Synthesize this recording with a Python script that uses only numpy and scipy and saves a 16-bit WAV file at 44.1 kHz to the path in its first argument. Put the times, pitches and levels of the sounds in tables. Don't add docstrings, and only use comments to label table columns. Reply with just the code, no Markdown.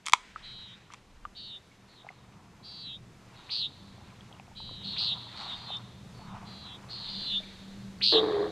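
import sys
import numpy as np
from scipy import signal
from scipy.fft import rfft, irfft, next_fast_len
from scipy.io import wavfile
from scipy.ndimage import uniform_filter1d, map_coordinates

SR = 44100
rng = np.random.default_rng(int(sys.argv[2]) if len(sys.argv) > 2 else 0)


def volts_from_db(level):
    exponent = np.asarray(level, float) / 20
    return 10 ** exponent


def digitize_waveform(pressure):
    field = np.atleast_2d(pressure).T
    bounded = np.clip(field, -1, 1)
    quanta = np.round(bounded * 32767).astype(np.int16)
    wavfile.write(sys.argv[1], SR, quanta)


N = 375291


def unit(x):
    return x / np.sqrt(np.mean(x ** 2) + 1e-20)


def along(points, hz):
    f, v = np.transpose(points)
    return np.interp(np.log(hz + 1), np.log(f + 1), v)


def curves(rows, t):
    s, *cols = np.transpose(rows)
    return [np.interp(t, s, c) for c in cols]


def wobble(rate, size):
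    knots = rng.standard_normal(int(size * rate / SR) + 4)
    return map_coordinates(knots, [np.arange(size) * rate / SR])


def filtered(x, response):
    m = next_fast_len(x.shape[-1] + 8192)
    spectrum = rfft(x, m) * response(np.fft.rfftfreq(m, 1 / SR))
    return irfft(spectrum, m)[..., :x.shape[-1]]


def coloured(x, spectrum):
    lo, hi = spectrum[0][0], spectrum[-1][0]
    return unit(filtered(x, lambda hz: volts_from_db(along(spectrum, hz)) * (hz >= lo) * (hz <= hi)))


def add(track, s, x):
    part = track[round(s * SR):][:len(x)]
    part += x[:len(part)]


def swells(rows, rest_db):
    t = np.arange(0, N, 64) / SR
    power = volts_from_db(2 * rest_db)
    for s, spread, db in rows:
        power = power + volts_from_db(2 * db) * np.exp(-((t - s) / spread) ** 2)
    return np.interp(np.arange(N) / SR, t, np.sqrt(power))


def echo(x, t60, gap):
    longest_s = np.clip(np.max(t60, axis=0)[1], .05, 1)
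    hz, t, z = signal.stft(rng.standard_normal(round(SR * longest_s)), SR, nperseg=256)
    fade = volts_from_db(-60 * t / along(t60, hz)[:, None])
    tail = signal.istft(z * fade, SR, nperseg=256)[1]
    return signal.fftconvolve(np.pad(x, (round(gap * SR), 0)), tail / np.linalg.norm(tail))


# (time [s], level [dB])
ROAD_LEVEL = [
    (0.0, -60.5),
    (0.09, -63.5),
    (3.65, -56),
    (3.82, -54),
    (5.95, -50),
    (6.71, -51.5),
    (7.27, -52.5),
    (8.51, -49),
]
# (frequency [Hz], level over the traffic [dB], strongest at [s], spread [s], gain there [dB])
ENGINE_LINES = [
    (119.1, -8, 5.9, 0.29, 6),
    (195.2, -9.5, 7.7, 0.84, 11.5),
]
# (time [s], spread [s], level [dB])
AIR_PUFFS = [
    (.42, .15, -57),
    (1.21, .13, -54),
    (3.3, .8, -71),
    (4.66, .1, -55.5),
    (5.5, .1, -65),
    (6.35, .15, -60),
    (7.5, .4, -56.5),
]
# (frequency [Hz], level [dB])
HUM_COLOUR = [(24, -43.5), (40, -9.5), (107, 1), (151, -1), (193, -0.5), (209, -1), (237, -9), (268, -12),
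              (489, -29.5), (600, -24), (780, -48), (1320, -120)]
# (frequency [Hz], level [dB])
HISS_COLOUR = [(150, -10.5), (250, -5), (340, -6.5), (418, -7), (569, -10.5), (675, -12), (2280, -18.5),
               (2950, -20.5), (6710, -24), (12900, -37.5), (15000, -45.5)]
# (frequency [Hz], level [dB])
PORT_COLOUR = [(15, 6), (40, -5.5), (80, -9.5), (150, -39.5)]
# (frequency [Hz], level [dB])
APART_COLOUR = [(18, -46.5), (30, -9.5), (110, -7.5), (235, -11), (1080, -14), (1220, -25), (1580, -13.5),
                (5480, -12), (13000, -25.5)]
HISS_DB, HISS_RISE_DB_PER_S = -64.5, 1.1325
CALM_DB = -76.5


def air():
    t = np.arange(N) / SR
    road_db, = curves(ROAD_LEVEL, t)
    hiss_db = HISS_DB + HISS_RISE_DB_PER_S * t
    puffs = swells(AIR_PUFFS, CALM_DB)
    noise = lambda: rng.standard_normal(N)
    hum = volts_from_db(road_db - 0.5 + 2.4 * wobble(2.972, size=N)) * coloured(noise(), HUM_COLOUR)
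    for hz, db, s, spread, gain_db in ENGINE_LINES:
        near_db = gain_db * np.exp(-((t - s) / spread) ** 2)
        line = unit(filtered(noise(), lambda f: np.exp(-((f - hz) / 4.9) ** 2)))
        hum = hum + volts_from_db(road_db + db + near_db) * line
    hiss = volts_from_db(hiss_db + .6 * wobble(7.7, size=N)) * coloured(noise(), HISS_COLOUR)
    rumble = puffs * coloured(noise(), PORT_COLOUR)
    side = volts_from_db(hiss_db - 18.0) * coloured(noise(), APART_COLOUR)
    side = side + volts_from_db(-24.5) * puffs * coloured(noise(), PORT_COLOUR)
    return hum + hiss + rumble + np.array([side, -side])


# (time [s], spread [s], rustle level [dB], brightness [dB])
SITTER_SHIFTS = [(.26, 0.14, -80, 28), (.45, 0.079, -63, 11), (.7, 0.16, -69, 14), (.94, 0.038, -66.5, 12),
                 (2.09, .04, -60, 3), (2.4, 0.48, -65.5, -6), (3.45, 0.12, -58.5, 2.5),
                 (4.15, 0.28, -63, 4), (5.06, .16, -53.5, -0.5), (5.44, 0.094, -48, 3),
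                 (5.65, .14, -52.5, 0), (6.37, 0.12, -50.5, -2.5), (6.8, 0.35, -56, -0.5),
                 (7.3, 0.37, -69.5, 16.5)]
# (frequency [Hz], level [dB])
FABRIC_COLOUR = [(450, -25), (700, -2.5), (1000, 1), (1400, -5.5), (1700, -20)]
# (frequency [Hz], level [dB])
WEAVE_COLOUR = [(1300, -4.5), (1800, 0), (2500, -1.5), (5000, -12), (9000, -24)]
STILL_DB = -71


def cloth():
    rub = lambda: rng.standard_normal(N) * volts_from_db(1.94 * wobble(45, size=N))
    dull = [row[:3] for row in SITTER_SHIFTS]
    bright = [(s, spread, db + bright_db - 6) for s, spread, db, bright_db in SITTER_SHIFTS]
    body = swells(dull, STILL_DB) * coloured(rub(), FABRIC_COLOUR)
    scratch = swells(bright, STILL_DB + 0.5) * coloured(rub(), WEAVE_COLOUR)
    return body + scratch


def causal(gain):
    c = irfft(np.log(gain + 1e-6))
    half = len(c) // 2
    return np.exp(rfft(np.r_[c[0], 2 * c[1:half], np.zeros(len(c) - half)]))


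# (time [s], peak [dB], low knock [dB], bright tick
# [dB])
JOINT_SNAPS = [(0.058, -30, -24, -17), (0.064, -17.5, -25, -10), (0.067, -21, -23, -6),
               (0.07, -20.5, -27, -25), (0.077, -28, -17, -11), (0.084, -18, -16, -13.5),
               (0.097, -24.5, -16.5, -10.5), (0.1349, 1, -14.5, -21), (0.921, -48, -5, -22),
               (0.925, -41.5, -19, -20.5), (0.937, -32.5, -6.5, -10.5), (0.944, -35, -11.5, -27.5),
               (0.123, -21.5, -18, -11),
    (0.132, -31.5, -11, -11),
]
# (frequency [Hz], level [dB])
JOINT_COLOUR = [(240, -66.5), (400, -33.5), (994, 3.5), (1270, 0.5), (1590, -18), (2220, -5), (2870, -18.5),
                (3290, -6.5), (4200, -19), (6510, -18), (8820, -24.5), (9660, -28.5), (15000, -61.5)]
# (time [s], peak [dB], ring [Hz], t60 [s])
FRAME_KNOCKS = [(0.36, -25.5, 1295, 0.025), (0.903, -39, 1190, 0.019), (1.252, -25, 1200, 0.026),
                (1.715, -51.5, 2220, 0.035), (2.047, -39, 710, 0.024), (2.067, -36, 814, 0.024),
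                (2.089, -28.5, 2090, 0.016), (2.104, -39.5, 745, 0.021), (3.981, -44, 720, 0.016),
                (4.013, -45, 835, 0.022), (4.209, -53, 600, 0.012), (4.314, -42, 790, 0.019),
                (4.338, -43, 670, 0.017), (4.398, -36.5, 790, 0.018), (4.48, -48, 703, 0.039),
                (4.515, -47, 894, 0.04), (4.602, -37, 915, 0.023), (4.692, -39, 1020, 0.022),
                (4.711, -40.5, 540, 0.019), (5.269, -41, 929, 0.036), (5.704, -30, 776, 0.018),
                (6.194, -42, 700, 0.037), (6.218, -42, 874, 0.043), (6.348, -40, 920, 0.043),
                (7.403, -42.5, 620, 0.06), (7.434, -44, 2324, 0.04), (8.007, -50, 2660, 0.059)]
# (time [s], peak [dB], ring [Hz], t60 [s])
FITTING_PINGS = [
    (.921, -46, 5800, .008),
    (.938, -39, 5900, .01),
    (1.252, -40, 3000, .008),
    (5.769, -33, 5300, .007),
    (7.82, -45, 4400, .007),
    (7.841, -45, 4500, .007),
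    (7.987, -42, 4500, .007),
    (8.006, -37, 4500, .007),
]
# (time [s], peak [dB], ring [Hz], t60 [s])
DRY_STEMS = [
    (4.0707, -46, 3780, 0.012),
    (4.103, -44, 2400, 0.01),
    (4.2082, -37.5, 3290, 0.012),
    (4.3268, -34.5, 3230, 0.0082),
    (4.3489, -42, 2850, 0.01),
    (4.3976, -34, 2530, 0.0082),
    (4.4682, -47, 2560, 0.011),
]


def joint_snap(low_db, high_db, t):
    crack = rng.standard_normal(len(t)) * (volts_from_db(-60 * t / 0.0065) + volts_from_db(-18.5 - 60 * t / 0.069))
    crack[0] = 9
    tilt = [(300, -20), (1000, low_db + 5.5), (2600, -3.0), (7000, high_db + 14.5)]
    snap = filtered(crack, lambda hz: causal(volts_from_db(along(JOINT_COLOUR, hz) + along(tilt, hz))))
    return snap / np.abs(snap).max()


def knock(hz, t60, t):
    ring = np.sin(2 * np.pi * hz * t)
    ring = ring + 0.23 * np.sin(2 * np.pi * 1.137 * hz * t) * rng.normal(1, 0.1)
    ring = ring * volts_from_db(-60 * t / t60) * (1 - np.exp(-t / 0.0003)) ** 2
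    contact = volts_from_db(-60 * t / .006) * (1 - np.exp(-t * 2500))
    return ring + .06 * contact * coloured(rng.standard_normal(len(t)), WEAVE_COLOUR)


def chair():
    out, t = np.zeros(N), np.arange(SR // 8) / SR
    for s, db, low_db, high_db in JOINT_SNAPS:
        add(out, s, volts_from_db(db) * joint_snap(low_db, high_db, t))
    for s, db, hz, t60 in FRAME_KNOCKS + FITTING_PINGS + DRY_STEMS:
        add(out, s, volts_from_db(db) * knock(hz, t60, t))
    return out + volts_from_db(-27.5) * echo(out, [(500, 0.28), (3000, 0.31), (9000, 0.49)], gap=0.014)[:N]


BUZZ_HZ, DROP_SHARE = 227, .54
ATTACK_S, ATTACK_DB, RELEASE_S, RELEASE_DB = .03, -17, .028, -18
ARCH_HZ, ARCH_S, UPTURN_HZ = 420, .036, 300


def peent(length, db, swell_db, held_hz, closing_hz, reach_hz, skirt, glide_hz, hoarse):
    age = np.arange(0, length, 1 / SR)
    size, part = len(age), age / length

    closed = np.interp(part, [0, DROP_SHARE, DROP_SHARE + .25, 1], [0, .24, 1, .9])
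    closed = uniform_filter1d(closed, size=901, mode="nearest")
    shut = np.exp(-(age / .014) ** 2)
    tip = np.clip((part - .82) / .18, 0, 1) ** 1.5
    beak = held_hz - closed * (held_hz - closing_hz) - glide_hz * shut

    whistle = held_hz + .58 * (beak - held_hz) + 160 * hoarse * wobble(149.65, size=size)
    whistle = whistle - ARCH_HZ * np.exp(-age / ARCH_S) + UPTURN_HZ * tip
    whistle = whistle + 40 * np.sin(2 * np.pi * 17 * age + 0.86 * wobble(8.85, size=size))
    rate = BUZZ_HZ * (1 + (0.0074 + 0.034 * hoarse) * wobble(67.7, size=size))

    k = np.arange(-24, 21)[:, None] / 2
    off = whistle + k * rate - beak
    reach = reach_hz * (1 - 0.5 * closed) / (1 + tip + 0.24 * shut)
    above = -9 * (off / reach) ** 2
    below = skirt * (1 + 0.77 * closed + 4 * tip + .6 * shut) * off / 1000
    spray = -16 - 12 * closed - 20 * shut - 6.5 * off / reach_hz
    shape = np.maximum(np.where(off > 0, above, below), np.where(off > 0, spray, -90))
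    floor_hz = 2750 - glide_hz * np.exp(-age / 0.019)
    shape = shape - 12 * (np.maximum(floor_hz - beak - off, 0) / 300) ** 2

    uneven = 1.6 * hoarse ** 2 * (1 - .7 * closed) * np.abs(1 + .9 * wobble(55, size=size))
    halves = np.where(k % 1 == 0, 1, uneven)
    phase = 2 * np.pi * np.cumsum(whistle + k * rate, axis=1) / SR
    phase = phase + (0.08 + 0.17 * closed) * k ** 2
    wave = np.sum(volts_from_db(np.maximum(shape, -90)) * halves * np.exp(1j * phase), axis=0)
    wave = wave / np.sqrt(uniform_filter1d(np.abs(wave) ** 2, size=801) + 1e-9)
    voice = wave.real + volts_from_db(-43.0) * (wave ** 2).real

    ends = np.clip(np.minimum(age, age[::-1]) / .009, 0, 1)
    level_db = np.interp(age, [0, ATTACK_S, length - RELEASE_S, length], [ATTACK_DB, 0, 0, RELEASE_DB])
    level_db = level_db + swell_db * (part + closed - 1) / 2
    return volts_from_db(db + level_db) * ends * unit(voice)


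# (time [s], length [s], level [dB], held whistle [Hz], comb spacing of the ground bounce [Hz])
LOW_CALLS = [
    (0.415, 0.36, -49, 3970, 784),
    (1.343, .25, -45, 4190, 746),
    (2.622, 0.36, -44.5, 4540, 657),
    (4.545, 0.37, -47, 4030, 780),
    (5.492, .3, -46.5, 4425, 522),
    (6.116, 0.24, -63, 4560, 740),
    (6.443, 0.34, -49, 4240, 665),
    (7.06, 0.35, -36.5, 4390, 586),
]
# (time [s], length [s], level [dB], held whistle [Hz], swell [dB])
HIDDEN_CALLS = [
    (1.86, 0.18, -63.5, 4140, 11.5),
    (2.05, 0.2, -73.5, 4270, 7),
    (3.34, 0.1, -60, 4140, -6),
    (4.82, 0.19, -42.5, 4094, -1.5),
    (5.34, .23, -44, 4166, 6),
    (6.88, .24, -45.5, 4383, -2),
]
# (time [s], length [s], level [dB], held whistle [Hz], swell [dB])
OVERHEAD_CALLS = [
    (3.486, .2, -33, 4343, 2),
    (4.958, .2, -31, 4210, 0.5),
    (8.006, .208, -23.5, 4300, 0.5),
]
# (closing whistle [Hz], upper reach [Hz], lower skirt [dB per kHz],
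# opening glide [Hz], hoarseness [0-1])
GROUP_THROATS = [
    (3645, 726, 11, 2700, .3),
    (3560, 584, 10.5, 878, 0.2),
    (3574, 630, 11.5, 717, 0.67),
]
# (near scatter [dB], tree-line echo [dB])
GROUP_PLACES = [
    (-6.5, -20.5),
    (-12.5, -26),
    (0.5, -1),
]
GROUND_BOUNCE = [
    .08,
    .72,
    .2,
]
# (frequency [Hz], t60 [s])
BRUSH_DECAY = [(300, 0.053), (9000, .08)]
# (frequency [Hz], t60 [s])
TREE_DECAY = [(300, .5), (3000, 1.93), (5000, 1.68), (9000, 0.97)]
HIGH_COMB_HZ, LEVEL_COMB_HZ, SWELL_DB_PER_HZ, ECHO_LAG = 474, 740, 0.1027, 1.16
PATH_DRIFT, LEAF_BLUR_HZ = .015, 320


def nighthawks():
    out = np.zeros(N)
    overhead = [(*row, HIGH_COMB_HZ) for row in OVERHEAD_CALLS]
    low = [(*row[:4], SWELL_DB_PER_HZ * (LEVEL_COMB_HZ - row[4]), row[4]) for row in LOW_CALLS]
    hidden = [(*row, HIGH_COMB_HZ) for row in HIDDEN_CALLS]
    groups = zip([overhead, low, hidden], GROUP_THROATS, GROUND_BOUNCE, GROUP_PLACES)
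    for calls, throat, bounce, (near_db, far_db) in groups:
        for s, length, db, held_hz, swell_db, comb_hz in calls:
            call = peent(length, db, swell_db, held_hz, *throat)
            n = np.arange(len(call))
            lag = SR / comb_hz * (1 + PATH_DRIFT * np.linspace(-1, 1, len(call)))
            off_ground = map_coordinates(call, [n - lag])
            call = (call + bounce * off_ground) / np.hypot(1, bounce)
            blurred = call * wobble(LEAF_BLUR_HZ, size=len(call))
            add(out, s, call)
            add(out, s, volts_from_db(near_db) * echo(call, BRUSH_DECAY, gap=0.0033))
            add(out, s, volts_from_db(far_db - ECHO_LAG * swell_db) * echo(blurred, TREE_DECAY, gap=.05))
    return out


# (time [s], pitch [Hz], level [dB])
WING_BOOM = [
    (8.118, 439.7, -56),
    (8.14, 440.6, -30),
    (8.156, 438.5, -22.5),
    (8.266, 433.4, -34.5),
    (8.384, 407.8, -28.5),
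    (8.458, 414, -32),
    (8.51, 432, -48),
]
# (frequency [Hz], level [dB])
WING_COLOUR = [(150, -48), (260, -37.5), (305, -6.5), (380, -10), (421, -9.5), (604, -16), (737, -16),
               (833, -21.5), (1160, -19.5), (1420, -31), (1710, -27), (2500, -41.5), (3250, -68),
               (5500, -120)]
RATTLE_DB, RATTLE_FADE_DB_PER_S = -29, 17


def boom():
    t = np.arange(WING_BOOM[0][0], N / SR, 1 / SR)
    age, size = t - t[0], len(t)
    sing_hz, sing_db = curves(WING_BOOM, t)
    sharp_hz = 110 * np.exp(-age / .012)
    cycles = np.cumsum((sing_hz + sharp_hz) / 5) / SR
    sing = np.sqrt(2) * volts_from_db(sing_db + 1.5 * wobble(60, size=size))
    sing = sing * np.sin(2 * np.pi * 5 * cycles + .55 * wobble(45, size=size))
    loose = cycles + 0.12 * wobble(70, size=size)
    slaps = (np.diff(np.floor(loose), prepend=0) > 0) * volts_from_db(2.0 * rng.standard_normal(size))
    slaps[SR // 130] = 3.5
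    gusts = np.exp(0.5 * np.cos(2 * np.pi * loose)) * rng.standard_normal(size)
    rattle = coloured(unit(slaps) + 2.2 * unit(gusts), WING_COLOUR)
    rattle = volts_from_db(RATTLE_DB - RATTLE_FADE_DB_PER_S * age) * rattle
    fade_in = np.clip(age / 0.014, 0, 1)
    fade_out = np.clip((t[-1] - t) / 0.075 + 0.39, 0, 1)
    out = np.zeros(N)
    add(out, t[0], (sing + rattle) * fade_in * fade_out)
    return out


def scene():
    mid = cloth() + chair() + nighthawks() + boom()
    side = volts_from_db(-45) * echo(mid, BRUSH_DECAY, gap=0)[:N]
    return np.array([mid + side, mid - side]) + air()


def low_pass(x):
    return signal.sosfilt(signal.butter(12, 16330, fs=SR, output="sos"), x)


def record(dry):
    rounded = dry / (1 + np.abs(dry / .93) ** 6) ** (1 / 6)
    mix = filtered(rounded, lambda hz: 1 / (1 + (hz / 14800) ** 24))
    return low_pass(mix)


dry = scene()
out = record(dry)
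digitize_waveform(out)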